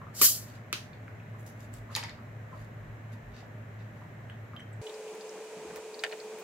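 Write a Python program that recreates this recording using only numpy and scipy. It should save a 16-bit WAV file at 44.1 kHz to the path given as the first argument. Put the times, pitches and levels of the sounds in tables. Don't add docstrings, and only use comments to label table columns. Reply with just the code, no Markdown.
import sys
import numpy as np
from scipy import signal
from scipy.fft import rfft, irfft, next_fast_len
from scipy.io import wavfile
from scipy.ndimage import uniform_filter1d, map_coordinates

SR = 44100
rng = np.random.default_rng(int(sys.argv[2]) if len(sys.argv) > 2 else 0)


def ratio_of_db(decibels):
    return 10 ** (np.asarray(decibels, float) / 20)


def generate_wav(sig):
    pcm = np.round(np.clip(np.atleast_2d(sig).T, -1, 1) * 32767).astype(np.int16)
    wavfile.write(sys.argv[1], SR, pcm)


N = 283563
CUT_S, SPEED = 4.815, 4
POP_S, POP_DB = 0.2146, -12.5

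# pitch_hz, level_db (per Hz)
JET_COLOUR = [(1470, -54), (2500, -22), (3090, -12.5), (3480, -17.5), (4300, -7.5), (6720, -5.5),
              (7320, -3.5), (9050, -11), (11800, -3), (13500, -7.5), (15600, -7), (15800, -34)]
# pitch_hz, likeness
JET_LIKENESS = [(60, 0.95), (700, 0.75), (2000, 0.6), (3500, 0.45), (5500, 0.55), (8000, 0.3), (11700, .25),
                (15000, 0.1)]
# pitch_hz, left_over_right_db
JET_LEAN_CURVE = [(60, -0.5), (180, 4), (550, -0.5), (1650, 1), (4970, 1), (9500, 1), (15000, 0.5)]
# start_s, level_db
LEAK_FLOW = [
    (0.13, -83),
    (0.15, -51),
    (0.19, -39.5),
    (0.23, -29.5),
]
# start_s, level_db
BURST_FLOW = [
    (0.2, -20.5),
    (0.262, -22),
    (0.341, -35.5),
    (0.469, -59.5),
    (0.62, -81),
]


def gas_jet():
    full = ratio_of_db(-23)
    lag_s = 7.2e-5
    spit = ratio_of_db(0.57 * wobble(700) + 0.42 * wobble(100))
    hiss = spit * patchy(rush(lambda hz: ratio_of_db(along(JET_COLOUR, hz)), JET_LIKENESS), depth_db=2)

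    def lean(hz):
        balance = ratio_of_db(along(JET_LEAN_CURVE, hz) * [[0.5], [-0.5]])
        return balance * np.exp(-1j * np.pi * hz * lag_s * np.array([[1], [-1]]))

    top = filtered(hiss, lambda hz: lean(hz) * np.clip((hz - 8500) / 1000, 0, 1))
    middle = unit(filtered(hiss, lean) - top)
    top = unit(top)
    body = rush(lambda hz: np.abs(peak(hz, 1780, 1800)) ** 2, LIKENESS)

    t = np.arange(N) / SR
    since = t - POP_S
    leak, = levels(LEAK_FLOW)
    burst, = levels(BURST_FLOW)
    flow = np.where(since < 0, leak, burst)
    opening = 0.5 - np.exp(-np.maximum(since, 0) / 0.0011)
    spurt = ratio_of_db(5 * np.exp(-(since / 0.05) ** 2) * opening)
    second_spurt = ratio_of_db(2 * np.exp(-((t - 0.252) / 0.01) ** 2))

    def grown(db, power):
        return ratio_of_db(db) * full * (flow / full) ** power

    body_level = np.where(since < 0, ratio_of_db(-16.5) * flow, grown(-17, 2.7))
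    top_level = second_spurt * spurt * grown(1, 1.1)
    return second_spurt * flow * middle + body_level * body + top_level * top


# pitch_hz, width_hz, level_db
NECK_MODES = [(330.3, 110, 4.5), (552, 160, -2), (1176, 320, 4.5), (1466, 205, -0.5), (2000, 190, 1),
              (2400, 330, 4.5), (3133, 610, -3), (5000, 4500, -11.5), (12000, 7000, -8.5)]


def neck_pop():
    def neck(hz):
        return sum((-1) ** k * ratio_of_db(db) * peak(hz, c, w) for k, (c, w, db) in enumerate(NECK_MODES))

    out = np.zeros((2, N))
    pop = peak_one(filtered(snap(0.046, 0.094), neck))
    add(out, POP_S, ratio_of_db(POP_DB) * pop, wet_db=-10.5, lag=3)
    return out


# start_s, level_db, high_db, pitch_hz, pan_db
CAP_CRACKS = [
    (0.7272, -19.5, 2.5, 1270, 6),
    (0.7283, -22.5, -0.5, 2600, -4),
    (0.7292, -27, 3, 3600, 3),
]
# pitch_hz, width_hz
SEATED_CAP_MODES = [(1250, 580), (2450, 640), (3150, 500), (4000, 360), (4600, 120), (6100, 740)]


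def cap_crack():
    return taps(CAP_CRACKS, low_db=-14, thud=0, top_db=-5, crack_s=0.0062, body=(800, 0), ring_hz=500,
                ring_db=12, wet_db=0, knee=0.5, modes=SEATED_CAP_MODES, rough=0.25, lag=4)


# start_s, level_db, high_db, pitch_hz, pan_db
CAP_LIFTS = [
    (1.395, -61, 7.5, 7100, -1),
    (1.4631, -47, 12, 6150, -2),
    (1.4834, -60, -4, 6200, -0.5),
    (1.605, -56, -6, 6150, -1.8),
    (1.7386, -45, 8, 7800, -2),
]


def cap_lift():
    return taps(CAP_LIFTS, low_db=-20.0, thud=0, crack_s=0.0073, body=(900, -3), ring_hz=1113,
                ring_db=20.5, wet_db=2.0, rough=0.29)


# start_s, level_db, high_db, pitch_hz, pan_db
CAP_BOUNCES = [(1.9225, -49, -7, 2810, 0), (1.9508, -13, -14.5, 4300, 1), (1.9514, -36, -19, 2800, 1),
               (1.9622, -17.5, 5, 2300, -1), (1.9631, -28, 7.5, 7570, -1), (1.964, -30, 6, 2110, -1.1),
               (1.9705, -34, -20, 4800, 0), (1.9824, -35, -35, 3190, 0), (1.9974, -34, -25, 3500, 0),
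               (2.0284, -30, -45, 2600, -1), (2.0345, -32, -33, 950, 0), (2.0366, -25.5, -18, 4700, 1),
               (2.0374, -30, -20, 4700, 1), (2.0805, -38, -45, 2300, 0), (2.0936, -34, -40, 4300, 0),
               (2.0946, -34, -40, 4300, 0)]
# pitch_hz, width_hz
LOOSE_CAP_MODES = [(890, 49), (1780, 47), (2200, 84), (3200, 22), (3680, 59), (4750, 110), (5370, 41),
                   (6800, 190)]


def cap_drop():
    return taps(CAP_BOUNCES, low_db=-6.5, thud=0.42, crack_s=0.0069, body=(850, 6), ring_hz=1300,
                ring_db=6.5, wet_db=-3.0, modes=LOOSE_CAP_MODES, rough=0.25, top_db=-12, lag=1)


# start_s, level_db, high_db,
# pitch_hz, pan_db
MUG_CONTACTS = [(5.759, -36.5, 9, 6000, 0), (6.0365, -16, -14, 2240, 0.5), (6.0385, -19.5, -22, 2400, 0),
                (6.0398, -21, -22, 2900, 0), (6.0470, -19, -32, 1780, 0.5), (6.0634, -27, -50, 1800, 1.0),
                (6.113, -38, -18, 4200, 0), (6.1238, -27.5, -60, 2400, 1.5), (6.1265, -31, -41, 2600, 0),
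                (6.1324, -35, -34, 1730, -1.0), (6.3852, -43, 9, 2400, -0.5)]
# pitch_hz, width_hz
MUG_BODY_MODES = [(650, 240), (1420, 40), (1800, 80), (2150, 45), (2500, 180), (2930, 85), (3140, 100),
                  (3690, 120), (4600, 190)]


def mug_set_down():
    return taps(MUG_CONTACTS, low_db=-4.0, thud=0.12, crack_s=0.014, body=(900, 4), ring_hz=900,
                ring_db=0, wet_db=-6.5, modes=MUG_BODY_MODES, rough=0.15, knee=0.14, lag=1)


# start_s, level_db, pitch_hz, upper_db, upper_hz
MUG_CLINKS = [
    (3.803, -60, 2680, -62, 4000),
    (4.5636, -41, 3130, -75, 4900),
    (4.596, -56, 3000, -66, 6000),
    (4.6035, -50, 3140, -68, 5850),
]


def clinks():
    out = np.zeros((2, N))
    for s, db, hz, upper_db, upper_hz in MUG_CLINKS:
        main = ring(hz, 0.042, 0.0016) + 0.38 * soft(hz, 500, 0.011)
        upper = ratio_of_db(upper_db + 3) * soft(upper_hz, 600, 0.05)
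        add(out, s, ratio_of_db(db + 7.0) * main + upper, wet_db=-9)
    return out


# start_s, level_db, pitch_hz, t60_s
RIM_TICKS = [
    (4.298, -62, 8600, .03),
    (4.5636, -60, 13500, .006),
    (4.5637, -63, 11000, .006),
    (4.596, -59, 8450, .015),
    (4.6015, -60, 8400, .03),
    (4.604, -62, 5700, .025),
    (4.7287, -58, 8100, .06),
    (4.733, -60, 7400, .05),
]


def rim_ticks():
    out = np.zeros((2, N))
    for s, db, hz, t60 in RIM_TICKS:
        add(out, s, ratio_of_db(db) * soft(hz, 820, t60), wet_db=-4, lag=0)
    return out


# start_s, level_db
SLOSH_SURGES = [
    (5.143, -53.5),
    (5.389, -52.5),
    (5.579, -59),
    (5.651, -53),
    (5.763, -48.5),
    (5.969, -55),
    (6.159, -60),
    (6.339, -54.5),
    (6.43, -52),
]
# start_s, level_db
FOAM_LEVEL = [
    (4.815, -61),
    (5.5, -67.5),
    (5.96, -69),
    (6.0, -54.5),
    (6.43, -63),
]


def pour():
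    slosh = swells(SLOSH_SURGES, rise_s=0.12, fall_s=0.099)
    foam, = levels(FOAM_LEVEL)
    low = rush(lambda hz: np.abs(peak(hz, 120, 265)) ** 3, LIKENESS, SPEED)
    low = unit(ratio_of_db(3 * wobble(55)) * low)
    fizz = rush(lambda hz: np.abs(peak(hz, 12500, 6000)) ** 2, LIKENESS, SPEED)
    fizz = unit(ratio_of_db(3.5 * wobble(500)) * fizz)
    return 1.04 * slosh * low + 0.52 * foam * fizz


# start_s, level_db, pitch_hz, t60_s
POUR_BUBBLES = [(4.866, -38, 3140, 0.057), (4.8944, -45, 3380, 0.024), (4.942, -44, 4900, 0.02),
                (5.08, -41.5, 2760, 0.0072), (5.209, -41.5, 4770, 0.022), (5.2935, -39, 5600, 0.012),
                (5.943, -39, 4400, 0.021), (5.992, -36.5, 4700, 0.018), (6.094, -47, 4300, 0.012),
                (6.119, -41, 4060, .02), (6.201, -37, 4530, 0.012)]
# start_s, level_db, pitch_hz, t60_s
FOAM_POPS = [
    (4.8947, -48, 12400, 0.006),
    (5.004, -55, 11000, 0.006),
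    (5.1502, -41, 11200, 0.006),
    (5.2944, -63, 9500, 0.006),
    (5.4456, -49, 14600, 0.006),
]


def bubbles():
    out = np.zeros((2, N))
    for s, db, hz, t60 in POUR_BUBBLES + FOAM_POPS:
        blip = 0.18 * ring(hz, t60, 0.001, rise=0.08) + soft(hz, 0.3 * hz, 0.7 * t60)
        add(out, s, ratio_of_db(db + 1.5) * blip, wet_db=-6)
    return out


# start_s, level_db, pitch_hz, t60_s
AIR_GULPS = [
    (5.566, -42, 198, 0.28),
    (5.599, -56, 325, 0.083),
    (5.648, -37, 350, 0.11),
    (5.659, -59.5, 84.5, 0.2),
    (5.698, -46, 184, 0.17),
    (5.749, -61, 79.5, 0.25),
    (5.758, -56, 356, 0.08),
]
# start_s, level_db, pitch_hz, t60_s
FOAM_SPRAY = [
    (5.7671, -37, 13000, 0.065),
    (6.3952, -42, 14500, 0.1),
]


def gulps_and_spray():
    return blows(AIR_GULPS + FOAM_SPRAY, gain_db=-3.5, width=0.45, wet_db=-20.0)


# start_s, level_db, pitch_hz, t60_s
HOLLOWS = [
    (.2214, -38, 294, .012),
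    (.2249, -40, 520, .01),
    (.23, -40, 560, .01),
    (.7285, -40, 340, .012),
    (.7335, -45, 520, .01),
    (6.0385, -33, 680, .012),
    (6.0485, -35, 640, .012),
    (6.1275, -37, 680, .014),
    (6.136, -41, 640, .012),
]


def hollow_bodies():
    return blows(HOLLOWS, gain_db=0, width=0.35, wet_db=-6.5)


# start_s, level_db, pitch_hz, t60_s
SOFT_KNOCKS = [(0.0136, -40, 1100, .03), (0.067, -44, 1230, .015), (1.342, -48, 1140, .042),
               (1.887, -49, 1100, .04), (1.9, -45, 1200, .04), (1.942, -47, 5000, .025),
               (1.964, -45, 500, .04), (1.965, -35, 950, .022), (1.974, -36, 2000, .025),
               (1.976, -39, 900, .025), (1.985, -44, 1150, .02), (2.031, -41, 2100, .025),
               (2.035, -42, 950, .015), (2.0415, -43, 950, .015), (2.042, -42, 2150, .03),
               (2.082, -45, 2100, .03), (2.18, -50, 1175, .043), (2.519, -48, 1250, .022),
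               (2.524, -44, 1000, .04), (2.533, -51, 1300, .018), (2.543, -50, 601, .044),
               (2.566, -52, 1040, .033), (4.016, -46, 1030, .015), (4.298, -39, 1800, .007),
               (4.2981, -44, 2970, .008), (4.538, -45, 1203, .04), (4.603, -52, 1900, .015)]


def soft_knocks():
    out = np.zeros((2, N))
    for s, db, hz, t60 in SOFT_KNOCKS:
        rise = 1 - np.exp(-np.arange(SR // 10) / SR / (0.1 * t60))
        add(out, s, ratio_of_db(db + 2) * peak_one(rise * soft(hz, 0.27 * hz, t60)), wet_db=-4.5)
    return out


# start_s, level_db, pitch_hz, t60_s
SMALL_TICKS = [(0.932, -46, 2500, .0068), (0.9325, -46, 3900, .008), (1.08, -43, 1400, .007),
               (1.0801, -44, 2200, .006), (1.2, -47, 2500, .008), (3.154, -49, 900, .006),
               (3.3612, -54, 3700, .006), (3.379, -55, 3600, .008), (3.4046, -51, 2710, .008),
               (3.427, -47, 750, .01), (4.534, -42, 1240, .01), (4.5955, -39, 1820, .0059),
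               (5.68, -46, 750, .012), (5.704, -45, 1600, .012), (5.708, -45, 1100, .012),
               (5.759, -44, 5800, .012), (5.767, -44, 7500, .012), (5.768, -41, 620, .015),
               (5.77, -44.5, 1800, .01), (5.771, -47, 3200, .008)]
# start_s, level_db, pitch_hz
LABEL_CRACKLE = [
    (3.319, -58, 3740),
    (3.345, -58, 4900),
    (3.352, -56.5, 5900),
    (3.366, -56, 5900),
    (3.372, -58, 7000),
    (3.387, -58, 4900),
    (3.396, -63, 6000),
    (3.409, -55, 4900),
    (3.414, -57, 6900),
]


def ticks():
    crinkles = [(s, db, hz, 0.0079) for s, db, hz in LABEL_CRACKLE]
    return blows(SMALL_TICKS + crinkles, gain_db=0, width=0.35, wet_db=-6.5)


# pitch_hz, width_hz, level_db
GRIP_MODES = [(2760, 500, -2), (3660, 670, -4.5), (4700, 690, -4.5), (5900, 380, -6.5)]
# start_s, rise_s, fall_s, level_db, brightness_db
RUB_STROKES = [(0.5, .06, 0.13, -60.5, -9.5), (1.395, .02, 0.12, -77, 4), (1.466, .006, 0.076, -64, -0.5),
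               (1.614, 0.058, 0.08, -65.5, -3), (1.745, 0.042, 0.098, -66.5, -3),
               (1.935, 0.036, 0.065, -57.5, -7.5), (2.61, 0.11, 0.079, -65, -6),
               (3.128, 0.018, 0.059, -64, -6), (3.375, 0.054, 0.089, -57, -13.5),
               (3.806, 0.027, 0.1, -68.5, -15), (4.002, 0.1, 0.088, -75, -5)]


def rustle():
    grain = ratio_of_db(2.5 * wobble(300) + 1.5 * wobble(60))

    def under_fingers(hz):
        return sum(ratio_of_db(db) * np.abs(peak(hz, c, w)) ** 2 for c, w, db in GRIP_MODES)

    dull = unit(grain * rush(under_fingers, LIKENESS))
    middle = unit(grain * rush(lambda hz: np.abs(peak(hz, 7050, 2300)) ** 3, LIKENESS))
    bright = unit(grain * rush(lambda hz: np.abs(peak(hz, 11300, 6700)) ** 3, LIKENESS))
    out = np.zeros((2, N))
    for s, rise_s, fall_s, db, tilt_db in RUB_STROKES:
        stroke = swells([(s, db)], rise_s, fall_s, power=2.1)
        colour = 0.82 * dull + ratio_of_db(tilt_db) * middle + 2.0 * ratio_of_db(-4 + 1.6 * tilt_db) * bright
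        out += stroke * colour
    return out


# pitch_hz, level_db (per Hz)
RUMBLE_COLOUR = [(24, -62), (40, -30.5), (70, -21.5), (89, -10), (108, -4), (183, -13.5), (242, -13),
                 (350, -41.5), (400, -23), (520, -47.5), (880, -120)]
# pitch_hz, level_db (per Hz)
HUSH_COLOUR = [(240, -9.5), (400, -9.5), (490, -9.5), (611, -8.5), (768, -11.5), (842, -13.5),
               (1350, -14.5), (1690, -12), (1980, -13.5), (3600, -33), (4680, -61), (7920, -120)]
# pitch_hz, level_db (per Hz)
HISS_COLOUR = [(2120, -38), (3600, -10), (3880, 0.5), (4610, -8), (7030, -4), (10300, -17.5), (12000, -11),
               (15700, -13.5), (16300, -31.5)]
# pitch_hz, width_hz, level_db (rms)
HUM_BANDS = [(49, 19, -68.5), (118, 33, -60), (605, 46, -65), (11630, 220, -85), (14620, 160, -87.5)]


def hush(hz):
    grid = np.linspace(0, SR / 2, 2 ** 15)
    parts = []
    for db, points in ((-50.5, RUMBLE_COLOUR), (-54, HUSH_COLOUR), (-73.5, HISS_COLOUR)):
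        parts.append((db, lambda f, p=points: ratio_of_db(along(p, f)) * np.where(f > p[0][0], 1, 0.28)))
    for c, w, db in HUM_BANDS:
        parts.append((db, lambda f, c=c, w=w: np.abs(peak(f, c, w)) ** 2))
    return np.sqrt(sum((ratio_of_db(db) * gain(hz)) ** 2 / np.mean(gain(grid) ** 2) for db, gain in parts))


# start_s, level_db
FAN_LEVEL = [(0.0, -46.5), (0.09, -53.5), (0.67, -47), (0.93, -63), (0.98, -48.5), (2.0, -46.5), (2.2, -59),
             (2.29, -47.5), (3.18, -45), (3.22, -58), (3.46, -48.5), (3.96, -44.5), (4.3, -51.5),
             (4.42, -42), (4.51, -66), (4.55, -51), (4.78, -43.5), (4.82, -46)]
# start_s, level_db
FLOOR_STEPS = [
    (0.24, -59.5),
    (1.66, -56),
    (1.81, -50),
    (2.29, -55.5),
    (2.63, -46.5),
    (2.92, -44),
    (3.3, -45.5),
    (4.06, -66),
    (4.42, -62),
    (4.75, -69),
]
# start_s, level_db
FAST_FLOOR_STEPS = [
    (4.96, -74),
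    (5.15, -64),
    (5.2, -55.5),
    (5.35, -58.5),
    (5.9, -68),
    (6.26, -61),
    (6.35, -53),
    (6.42, -60),
]


def room_tone():
    slow_fan, = levels(FAN_LEVEL)
    fast_fan = ratio_of_db(-46 + 0.8 * wobble(22))
    parts = []
    for speed, fan in ((1, slow_fan), (SPEED, fast_fan)):
        fan_hz = 108.4 + 0.5 * wobble(3 * speed)
        tone = 1.45 * fan * np.sin(2 * np.pi * speed * np.cumsum(fan_hz) / SR)
        parts.append(tone + ratio_of_db(-47.5) * rush(hush, LIKENESS, speed))
    rise_s, fall_s = 0.15, 0.091
    thumps = ratio_of_db(-72) + swells(FLOOR_STEPS, rise_s, fall_s)
    parts[0] += 0.64 * thumps * rush(lambda f: np.abs(peak(f, 48, 30)) ** 2, LIKENESS)
    fast_thumps = swells(FAST_FLOOR_STEPS, rise_s / SPEED, fall_s / SPEED)
    parts[1] += fast_thumps * rush(lambda f: np.abs(peak(f, 52.3, 7.8)) ** 2, LIKENESS, SPEED)
    return np.where(np.arange(N) < CUT_S * SR, *parts)


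def taps(table, low_db, thud, crack_s, body, ring_hz, ring_db, wet_db, modes=(), rough=0.35, top_db=-1,
         knee=0, lag=2):
    def comb(f):
        return (1 + ratio_of_db(8) * sum(np.abs(peak(f, c, w)) ** 2 for c, w in modes)) / (1.4 if modes else 1)

    out = np.zeros((2, N))
    for s, db, high_db, hz, pan_db in table:
        bass_db = low_db + thud * (-30 - db)
        slope = [(60, bass_db - 40), (250, bass_db - 12.0), (body[0], bass_db + body[1]),
                 (1700, bass_db + 14.5), (4800, knee * high_db), (8000, 0.34 * high_db + 0.5),
                 (12500, high_db), (14500, high_db + top_db)]

        def click(share, depth):
            def colour(f):
                ringing = share * ratio_of_db(ring_db) * np.abs(peak(f, hz, ring_hz)) ** 2
                return comb(f) ** depth * (ratio_of_db(along(slope, f)) + ringing)
            return causal(colour)

        grit = ratio_of_db(db + 6.5) * snap(crack_s, rough)[:1024]
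        direct = np.convolve(grit, click(1.0, 0.75))
        to_walls = np.linalg.norm(grit) * click(0.35, 0.5)
        add(out, s + 0.00093, direct, pan_db, wet_db, to_walls, lag)
    return out


def blows(table, gain_db, width, wet_db):
    out = np.zeros((2, N))
    for s, db, hz, t60 in table:
        add(out, s, ratio_of_db(db + gain_db) * soft(hz, width * hz, t60), wet_db=wet_db)
    return out


def snap(t60, grit):
    x = grit * rng.standard_normal(SR // 10) * ratio_of_db(-60 * np.arange(SR // 10) / SR / t60)
    x[0] = 1
    return x


def soft(hz, width, t60):
    return peak_one(filtered(snap(t60, 0.38), lambda f: peak(f, hz, width) ** 2))


def ring(hz, t60, attack=0.00014, rise=0):
    t = np.arange(SR // 10) / SR
    t60 = max(t60, 0.004)
    tone = np.sin(2 * np.pi * hz * t * (1 + rise * t / t60))
    return tone * ratio_of_db(-60 * t / t60) * (1 - np.exp(-t / attack))


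# pitch_hz, t60_s
ROOM_DECAY = [(300, 0.27), (2000, 0.23), (6000, 0.3), (10000, .3), (16000, 0.28)]
# pitch_hz, level_db
WALL_COLOUR = [(5000, 0), (8000, -9), (12000, -12), (16000, -12)]


def add(track, s, sound, pan_db=0, wet_db=-6, feed=None, lag=2):
    hz, t, z = signal.stft(rng.standard_normal((2, SR // 3)), SR, nperseg=128)
    faster = SPEED if s > CUT_S else 1
    decay_db = along(WALL_COLOUR, hz)[:, None] - 60 * faster * t / along(ROOM_DECAY, hz / faster)[:, None]
    tail = signal.istft(z * ratio_of_db(decay_db), SR, nperseg=128)[1]
    tail = tail / np.linalg.norm(tail[0])
    tail = ratio_of_db(wet_db) * np.pad(tail, ((0, 0), (160 // faster, 0)))
    both = signal.fftconvolve((sound if feed is None else feed)[None], tail, axes=1)
    pan = ratio_of_db(np.clip([[pan_db / 2], [-pan_db / 2]], -1, 1))
    both[:, :len(sound) + 64] += ports(sound, lag) * pan
    spot = track[:, round(s * SR):][:, :both.shape[1]]
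    spot += both[:, :spot.shape[1]]


def ports(sound, lag):
    bounce, bounce_s = 0.3, 0.0006
    out = np.zeros((2, len(sound) + 64))
    echoes = rng.uniform(0.15, 1, 2) * bounce_s * SR
    for side, late, echo in zip(out, (lag, 0), echoes):
        side[late:][:len(sound)] = sound
        side[late + round(echo):][:len(sound)] += bounce * sound
    return out / np.hypot(1, bounce)


# pitch_hz, likeness
LIKENESS = [(60, 0.93), (130, 0.97), (290, 0.91), (640, 0.4), (1410, -0.044), (3100, 0.23), (6820, -0.03),
            (15000, 0.0)]


def rush(gain, alike, speed=1):
    def mid_side(hz):
        turn = np.arccos(np.clip(along(alike, hz / speed), -1, 1)) / 2
        return gain(hz / speed) * np.array([np.cos(turn), np.sin(turn)])

    mid, side = filtered(rng.standard_normal((2, N)), mid_side)
    return unit(np.array([mid + side, mid - side]))


def patchy(x, depth_db):
    z = signal.stft(x, nperseg=512)[2]
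    field = uniform_filter1d(rng.standard_normal(z.shape[1:]), size=9, axis=1)
    return signal.istft(z * ratio_of_db(depth_db * unit(field)), nperseg=512)[1][:, :N]


def wobble(rate):
    knots = rng.standard_normal(int(N * rate / SR) + 4)
    return map_coordinates(knots, [np.arange(N) * rate / SR])


def swells(rows, rise_s, fall_s, power=1):
    t = np.arange(N) / SR
    out = 0
    for s, db in rows:
        away = np.maximum((s - t) / max(rise_s, 0.002), (t - s) / max(fall_s, 0.002))
        out = out + ratio_of_db(db - 20 * away ** power)
    return out


def levels(rows):
    s, *columns = np.transpose(rows)
    return [ratio_of_db(np.interp(np.arange(N) / SR, s, c, -150, -150)) for c in columns]


def along(points, hz):
    f, v = np.transpose(points)
    return np.interp(np.log(hz + 1), np.log(f + 1), v)


def peak(f, hz, width):
    return 1j * f * width / (hz * hz - f * f + 1j * f * width)


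def filtered(x, response):
    m = next_fast_len(x.shape[-1] + 4096)
    return irfft(rfft(x, m) * response(np.fft.rfftfreq(m, 1 / SR)), m)[..., :x.shape[-1]]


def causal(gain):
    c = irfft(np.log(gain(np.fft.rfftfreq(2048, 1 / SR)) + 1e-6))
    c[1:1024] *= 2
    c[1025:] = 0
    return irfft(np.exp(rfft(c)))[:1024]


def unit(x):
    return x / np.sqrt(np.mean(x ** 2) + 1e-20)


def peak_one(x):
    return x / np.abs(x).max()


def scene():
    bottle = gas_jet() + neck_pop() + hollow_bodies() + soft_knocks()
    cap = cap_crack() + cap_lift() + cap_drop()
    mug = mug_set_down() + clinks() + rim_ticks()
    drink = pour() + bubbles() + gulps_and_spray()
    hands = ticks() + rustle()
    return bottle + cap + mug + drink + hands + room_tone()


def roll_off(x):
    return signal.sosfilt(signal.butter(12, 16950, fs=SR, output="sos"), x)


def record(dry):
    def band(hz):
        treble = np.clip((16000 - hz) / 250, 0.03, 1)
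        return treble / (1 + (30 / (hz + 1)) ** 4)

    return roll_off(filtered(dry, band))


dry = scene()
out = record(dry)
generate_wav(out)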